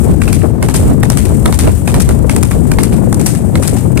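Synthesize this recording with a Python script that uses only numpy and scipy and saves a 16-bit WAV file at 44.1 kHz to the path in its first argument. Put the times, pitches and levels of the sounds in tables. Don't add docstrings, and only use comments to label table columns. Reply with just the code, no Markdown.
import sys
import numpy as np
from scipy import signal
from scipy.fft import rfft, irfft, next_fast_len
from scipy.io import wavfile
from scipy.ndimage import uniform_filter1d, minimum_filter1d, map_coordinates

SR = 44100
rng = np.random.default_rng(int(sys.argv[2]) if len(sys.argv) > 2 else 0)


def dump_mix(stems):
    frames = np.atleast_2d(stems).T
    limited = np.clip(frames, -1, 1)
    pcm = np.round(limited * 32767).astype(np.int16)
    wavfile.write(sys.argv[1], SR, pcm)


N = 176400

# start_s, clop_db, crack_db, click_db, toe_delay_ms, scuff_db
FOOTFALLS = [(0.2173, -28, -17.5, -19, 2.56, -26.5), (0.2779, -24.5, -20.5, -22, 1.57, -26.5),
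             (0.3273, -39, -22.5, -8.5, 2.65, -21.5), (0.4174, -40, -28.5, -40, 3.4, -36),
             (0.6259, -19.5, -20.5, -14, 1.94, -27), (0.6861, -18, -29, -17, 2.2, -25.5),
             (0.741, -24, -30, -12, 3.2, -17.5), (1.0305, -15, -18.5, -15, 3.6, -27.5),
             (1.1004, -16.5, -22.5, -6.5, 1.32, -22), (1.172, -39, -25, -10, 1.5, -19.5),
             (1.253, -36, -33.5, -18.5, 1.2, -28.5), (1.4573, -17, -15.5, -10.5, 3.1, -30),
             (1.5247, -20, -25, -16, 1.9, -23.5), (1.589, -26, -30, -8, 2.14, -16.5),
             (1.6739, -26, -23.5, -23, 1.67, -30), (1.8754, -16, -20.5, -15.5, 2.4, -22.5),
             (1.942, -16.5, -21, -13, 1.3, -23.5), (2, -30, -24.5, -10, 3.2, -22),
             (2.0898, -24.5, -25, -17, 1.4, -28.5), (2.295, -21.5, -18, -16, 1.8, -21),
             (2.3627, -21, -23, -11.5, 1.4, -31.5), (2.4284, -21, -25, -5.5, 4.1, -26.5),
             (2.511, -23, -25, -16.5, 4.5, -30), (2.716, -23, -19, -13.5, 2.5, -33),
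             (2.7854, -16.5, -17.5, -20.5, 1.5, -23.5), (2.833, -27, -24.5, -5.5, 2.96, -26.5),
             (2.923, -23.5, -32, -40, 3.04, -26.5), (3.1268, -19.5, -26.5, -14.5, 1.4, -40),
             (3.1962, -26, -29.5, -16.5, 4.4, -29), (3.261, -23, -27, -8, 3.7, -20),
             (3.3488, -28, -31, -22, 1.8, -31.5), (3.5545, -29, -19, -17.5, 2.3, -28),
             (3.625, -25.5, -42, -19, 1.8, -20), (3.6756, -31, -32, -6.5, 3.94, -24),
             (3.7647, -27, -32.5, -23, 3.9, -27.5), (3.9735, -22, -19, -13.5, 2.9, -27)]
# freq_hz, gain_db
SHOE_SPECTRUM = [(1500, -21), (3000, -14.5), (5500, -2.5), (7200, -0.5), (8600, 5), (10500, -3),
                 (13000, -9), (16000, -19.5)]
KNOCK_CORR, CONTACT_CORR, DIFFUSE_CORR = 0.88, 0.66, 0.22


def amp(db):
    return 10 ** (np.asarray(db) / 20)


def unit_rms(x):
    return x / np.sqrt(np.mean(x ** 2) + 1e-20)


def unit_energy(x):
    return x / np.linalg.norm(x, axis=-1, keepdims=True)


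def db_at(spectrum, hz):
    freq_hz, gain_db = np.transpose(spectrum)
    return np.interp(np.log(hz + 1), np.log(freq_hz + 1), gain_db)


def curve(rows):
    return np.interp(np.arange(N) / SR, *np.transpose(rows))


def wobble(rate_hz):
    knots = rng.standard_normal(int(N * rate_hz / SR) + 4)
    return map_coordinates(knots, [np.arange(N) * rate_hz / SR])


def swells(rows):
    t = np.arange(N) / SR
    return sum(amp(db) * np.exp(-.5 * ((t - peak_s) / sigma_s) ** 2) for peak_s, db, sigma_s in rows)


def filtered(x, response):
    size = next_fast_len(N + SR // 4)
    return irfft(rfft(x, size) * response(np.fft.rfftfreq(size, 1 / SR)), size)[..., :N]


def noise(spectrum):
    return unit_rms(filtered(rng.standard_normal(N), lambda hz: amp(db_at(spectrum, hz))))


def coloured(x, spectrum, size=2048):
    cepstrum = irfft(np.log(amp(db_at(spectrum, np.fft.rfftfreq(size, 1 / SR)))))
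    cepstrum[1:size // 2] *= 2
    cepstrum[size // 2 + 1:] = 0
    impulse = unit_energy(irfft(np.exp(rfft(cepstrum))))
    return signal.fftconvolve(x, impulse[None], axes=1)[:, :N]


def noise_pair(corr, size):
    mid, side = rng.standard_normal((2, size))
    angle = np.arccos(corr) / 2
    return np.cos(angle) * mid + np.sin(angle) * np.array([side, -side])


def burst(t60_s, corr, size=4096):
    return unit_energy(noise_pair(corr, size) * amp(-60 * np.arange(size) / SR / t60_s))


def add(track, start_s, sound):
    part = track[..., max(round(start_s * SR), 0):][..., :sound.shape[-1]]
    part += sound[..., :part.shape[-1]]


def buffeting(spectrum):
    # freq_hz, gain_db
    flutter_spectrum = [(150, -16.5), (400, 8), (700, 0), (1200, -13.5), (2500, -32.5), (6000, -81)]
    lumps_db = 2.2 * wobble(rate_hz=22.03)
    body = unit_rms(amp(lumps_db) * noise(spectrum))
    flicker_db = 10 * np.tanh(wobble(rate_hz=160))
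    flutter = unit_rms(amp(lumps_db + flicker_db) * noise(flutter_spectrum))
    return body + amp(-16) * flutter


def wind():
    # time_s, relative_db
    left_levels = [(0, -8), (.45, -8.5), (.8, -14), (1.0, -6.5), (1.5, -11.5), (1.75, -14.5), (2.25, -9),
                   (2.55, -11.5), (3.0, -7), (3.3, -11), (4, -9.5)]
    # freq_hz, gain_db
    left_spectrum = [(25, -36), (70, -0.5), (130, 2.5), (230, -2.5), (350, -11), (550, -25.5),
                     (1000, -49.5), (2000, -48), (5000, -86)]
    # time_s, relative_db
    rumble_levels = [(0, -10), (.3, -6.5), (.55, -13), (1.55, -11.5), (1.75, -4), (1.85, -20), (2.1, -1.5),
                     (2.17, -13.5), (2.8, -10), (3.3, -43), (3.9, -26)]
    # freq_hz, gain_db
    rumble_spectrum = [(25, -34), (37, -16), (50, 10.5), (65, 12.5), (90, 12), (140, -1.5), (300, -47)]
    # peak_s, relative_db
    gust_peaks = [(0.099, -7), (.365, -18), (.5, -14.5), (.64, -13), (0.764, -9.5), (0.858, -5),
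                  (.925, -7.5), (1.04, -10), (1.18, -18), (1.315, -13), (1.472, -6), (1.668, -2.5),
                  (1.82, -15), (1.96, -5.5), (2.091, -6.5), (2.21, -14), (2.35, -13.5), (2.56, -10.5),
                  (2.69, -11), (2.8, -13.5), (2.93, -16), (3.06, -13.5), (3.18, -12.5), (3.3, -15),
                  (3.57, -8), (3.74, -12), (3.87, -16)]
    # freq_hz, gain_db
    right_spectrum = [(20, -23), (35, -5), (60, 1), (130, -3.5), (250, -7.5), (500, -16), (1000, -28),
                      (2000, -42), (5000, -52)]
    left_db, rumble_db, right_db = 5, 2.5, -1
    gust_sigma_s, lull_db = 0.027, -21
    left = amp(curve(left_levels) + left_db) * buffeting(left_spectrum) + slaps()
    left += amp(curve(rumble_levels) + rumble_db) * noise(rumble_spectrum)
    gusts = swells([(peak_s, db, gust_sigma_s) for peak_s, db in gust_peaks])
    right = amp(right_db) * np.hypot(amp(lull_db), gusts) * buffeting(right_spectrum)
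    return np.array([left, right])


def road_hiss():
    # time_s, relative_db
    levels = [(0, -30), (.17, -40), (.45, -36.5), (.58, -48.5), (.82, -31.5), (.99, -40.5), (1.25, -34),
              (1.8, -34), (2.25, -38.5), (2.55, -35), (3.04, -38), (3.35, -36.5), (3.52, -39), (3.75, -30),
              (3.9, -38.5)]
    # freq_hz, gain_db
    spectrum = [(200, 14), (1000, -1.5), (2500, -8), (4000, -16.5), (6000, -11), (7400, -0.5), (8600, 4.5),
                (11000, -4.5), (15000, -8.5)]
    gain_db, pan_db = 2, 15
    sway = amp(curve(levels) + 0.25 * wobble(rate_hz=4.5) + 2.45 * wobble(rate_hz=110))
    return sway * np.array([amp(gain_db + side * pan_db) * noise(spectrum) for side in (.5, -.5)])


def hoof_ring(size=2048):
    # pitch_hz, level_db, t60_s
    modes = [(1250, 1, 0.008), (1854, 3, 0.0083), (2424, 2, 0.0081), (3250, -4.5, 0.0031),
             (4010, -6, 0.0051)]
    t = np.arange(size) / SR
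    tuning = np.exp(.1 * rng.standard_normal(len(modes)))
    swing_db = 2 * rng.standard_normal(len(modes))
    return sum((-1) ** k * amp(db + swing_db[k] - 60 * t / t60_s) * np.sin(2 * np.pi * hz * tuning[k] * t)
               for k, (hz, db, t60_s) in enumerate(modes))


def clop():
    # freq_hz, gain_db
    spectrum = [(100, 12), (350, -8), (850, 4.5), (1300, -2.5), (2100, -16), (5000, -21.5), (9000, -29)]
    knock = burst(t60_s=0.0087, corr=KNOCK_CORR)
    tail = amp(-3) * burst(t60_s=0.18, corr=DIFFUSE_CORR)
    return unit_energy(coloured(knock + tail, spectrum))


def crack(ring):
    contact = burst(t60_s=0.0098, corr=CONTACT_CORR)
    contact[:, 0] += 1
    return unit_energy(signal.fftconvolve(contact, ring[None], axes=1))


def footfalls():
    clop_gain_db, crack_gain_db, click_gain_db = 30, 26.5, 19.5
    heel_to_toe = amp(-3)
    shares = np.array([heel_to_toe, 1]) / np.hypot(heel_to_toe, 1)
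    clops, cracks, clicks = np.zeros((3, 2, N))
    for heel_s, clop_db, crack_db, click_db, toe_delay_ms, _ in FOOTFALLS:
        toe_s = heel_s + toe_delay_ms / 1000
        ring = hoof_ring()
        for start_s, share in zip((heel_s, toe_s), shares):
            add(clops, start_s, share * amp(clop_db + clop_gain_db) * clop())
            add(cracks, start_s, share * amp(crack_db + crack_gain_db) * crack(ring))
            click = burst(t60_s=.0062, corr=CONTACT_CORR)
            add(clicks, start_s, share * amp(click_db + click_gain_db) * click)
    return clops + cracks + coloured(clicks, SHOE_SPECTRUM)


def scuffs():
    # freq_hz, gain_db
    spectrum = [(300, -21), (900, 0), (2200, 3), (3300, -0.5), (5500, -1.5), (7200, 0), (8600, 5),
                (11000, -1), (15000, -12.5)]
    rise_s, slide_t60_s = 0.0054, 0.17
    spray_db, spray_t60_s = -8, 0.52
    stones_per_s, stones_db = 450, -3
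    t = np.arange(SR // 2) / SR
    decay = amp(-60 * t / slide_t60_s) + amp(spray_db - 60 * t / spray_t60_s)
    envelope = (1 - np.exp(-t / rise_s)) * decay
    power = np.zeros(N)
    for start_s, *_, scuff_db in FOOTFALLS:
        add(power, start_s, (amp(scuff_db) * envelope) ** 2)
    sand = unit_rms(amp(4 * wobble(rate_hz=900)) * noise_pair(DIFFUSE_CORR, N))
    stones = unit_rms((rng.random(N) < stones_per_s / SR) * noise_pair(DIFFUSE_CORR, N))
    return coloured(np.sqrt(power) * unit_rms(sand + amp(stones_db) * stones), spectrum)


def pipe_echo(hits):
    delay_s, level_db = .0185, -13
    smear = burst(t60_s=.016, corr=DIFFUSE_CORR)
    echo = np.zeros((2, N))
    add(echo, delay_s, amp(level_db) * signal.fftconvolve(hits, smear, axes=1))
    return echo


def rasps_and_clicks():
    # peak_s, level_db, sigma_s
    peaks = [(.351, -25, 0.0059), (.764, -15, 0.0047), (1.544, -16.5, 0.0013), (2.005, -13.5, 0.0017),
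             (2.021, -17.5, 0.0043), (3.145, -14, 0.00078), (3.214, -15, 0.0011), (3.266, -12.5, 0.0028),
             (3.295, -25, 0.032)]
    return coloured(swells(peaks) * noise_pair(DIFFUSE_CORR, N), SHOE_SPECTRUM)


def slaps():
    # peak_s, level_db
    peaks = [(.445, -0.5), (1.31, -9.5), (1.49, -11), (1.68, -2.5), (2.11, -7.5), (2.25, -10.5),
             (3.55, -12)]
    # freq_hz, gain_db
    spectrum = [(80, -24), (220, 5), (360, 11.5), (700, -1), (1400, -15), (2500, -41), (6000, -63)]
    sigma_s = 0.0075
    eddies = unit_rms(amp(5 * wobble(rate_hz=300)) * noise(spectrum))
    return swells([(peak_s, db, sigma_s) for peak_s, db in peaks]) * eddies


def at_ports(sound):
    # freq_hz, left_minus_right_db
    pan = [(300, -2.5), (1500, -1.5), (3000, 1), (5000, 2.5), (8500, 10), (14000, 8.5)]
    right_lead_s = .00007
    side = np.array([[.5], [-.5]])

    def response(hz):
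        return amp(side * db_at(pan, hz)) * np.exp(-2j * np.pi * hz * side * right_lead_s)

    return filtered(sound, response)


def scene():
    hits = footfalls()
    horse = at_ports(hits + scuffs() + rasps_and_clicks() + pipe_echo(hits))
    return horse + wind() + road_hiss()


def record(dry):
    split_hz, top_hz = 1130, 15300
    ceiling, hold_s, treble_exponent = 1.04, 0.0056, 0.32
    bass = filtered(dry, lambda hz: 1 / (1 + (hz / split_hz) ** 2))
    hold_samples = int(hold_s * SR)
    needed_gain = np.minimum(1, ceiling / (np.abs(bass) + 1e-9))
    held_gain = minimum_filter1d(needed_gain, hold_samples, axis=1)
    gain = uniform_filter1d(held_gain, hold_samples, axis=1)
    limited = bass * gain + (dry - bass) * gain ** treble_exponent
    clipped = limited / (1 + np.abs(limited) ** 16) ** (1 / 16)
    return filtered(clipped, lambda hz: 1 / np.sqrt(1 + (hz / top_hz) ** 160))


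dry = scene()
out = record(dry)
dump_mix(out)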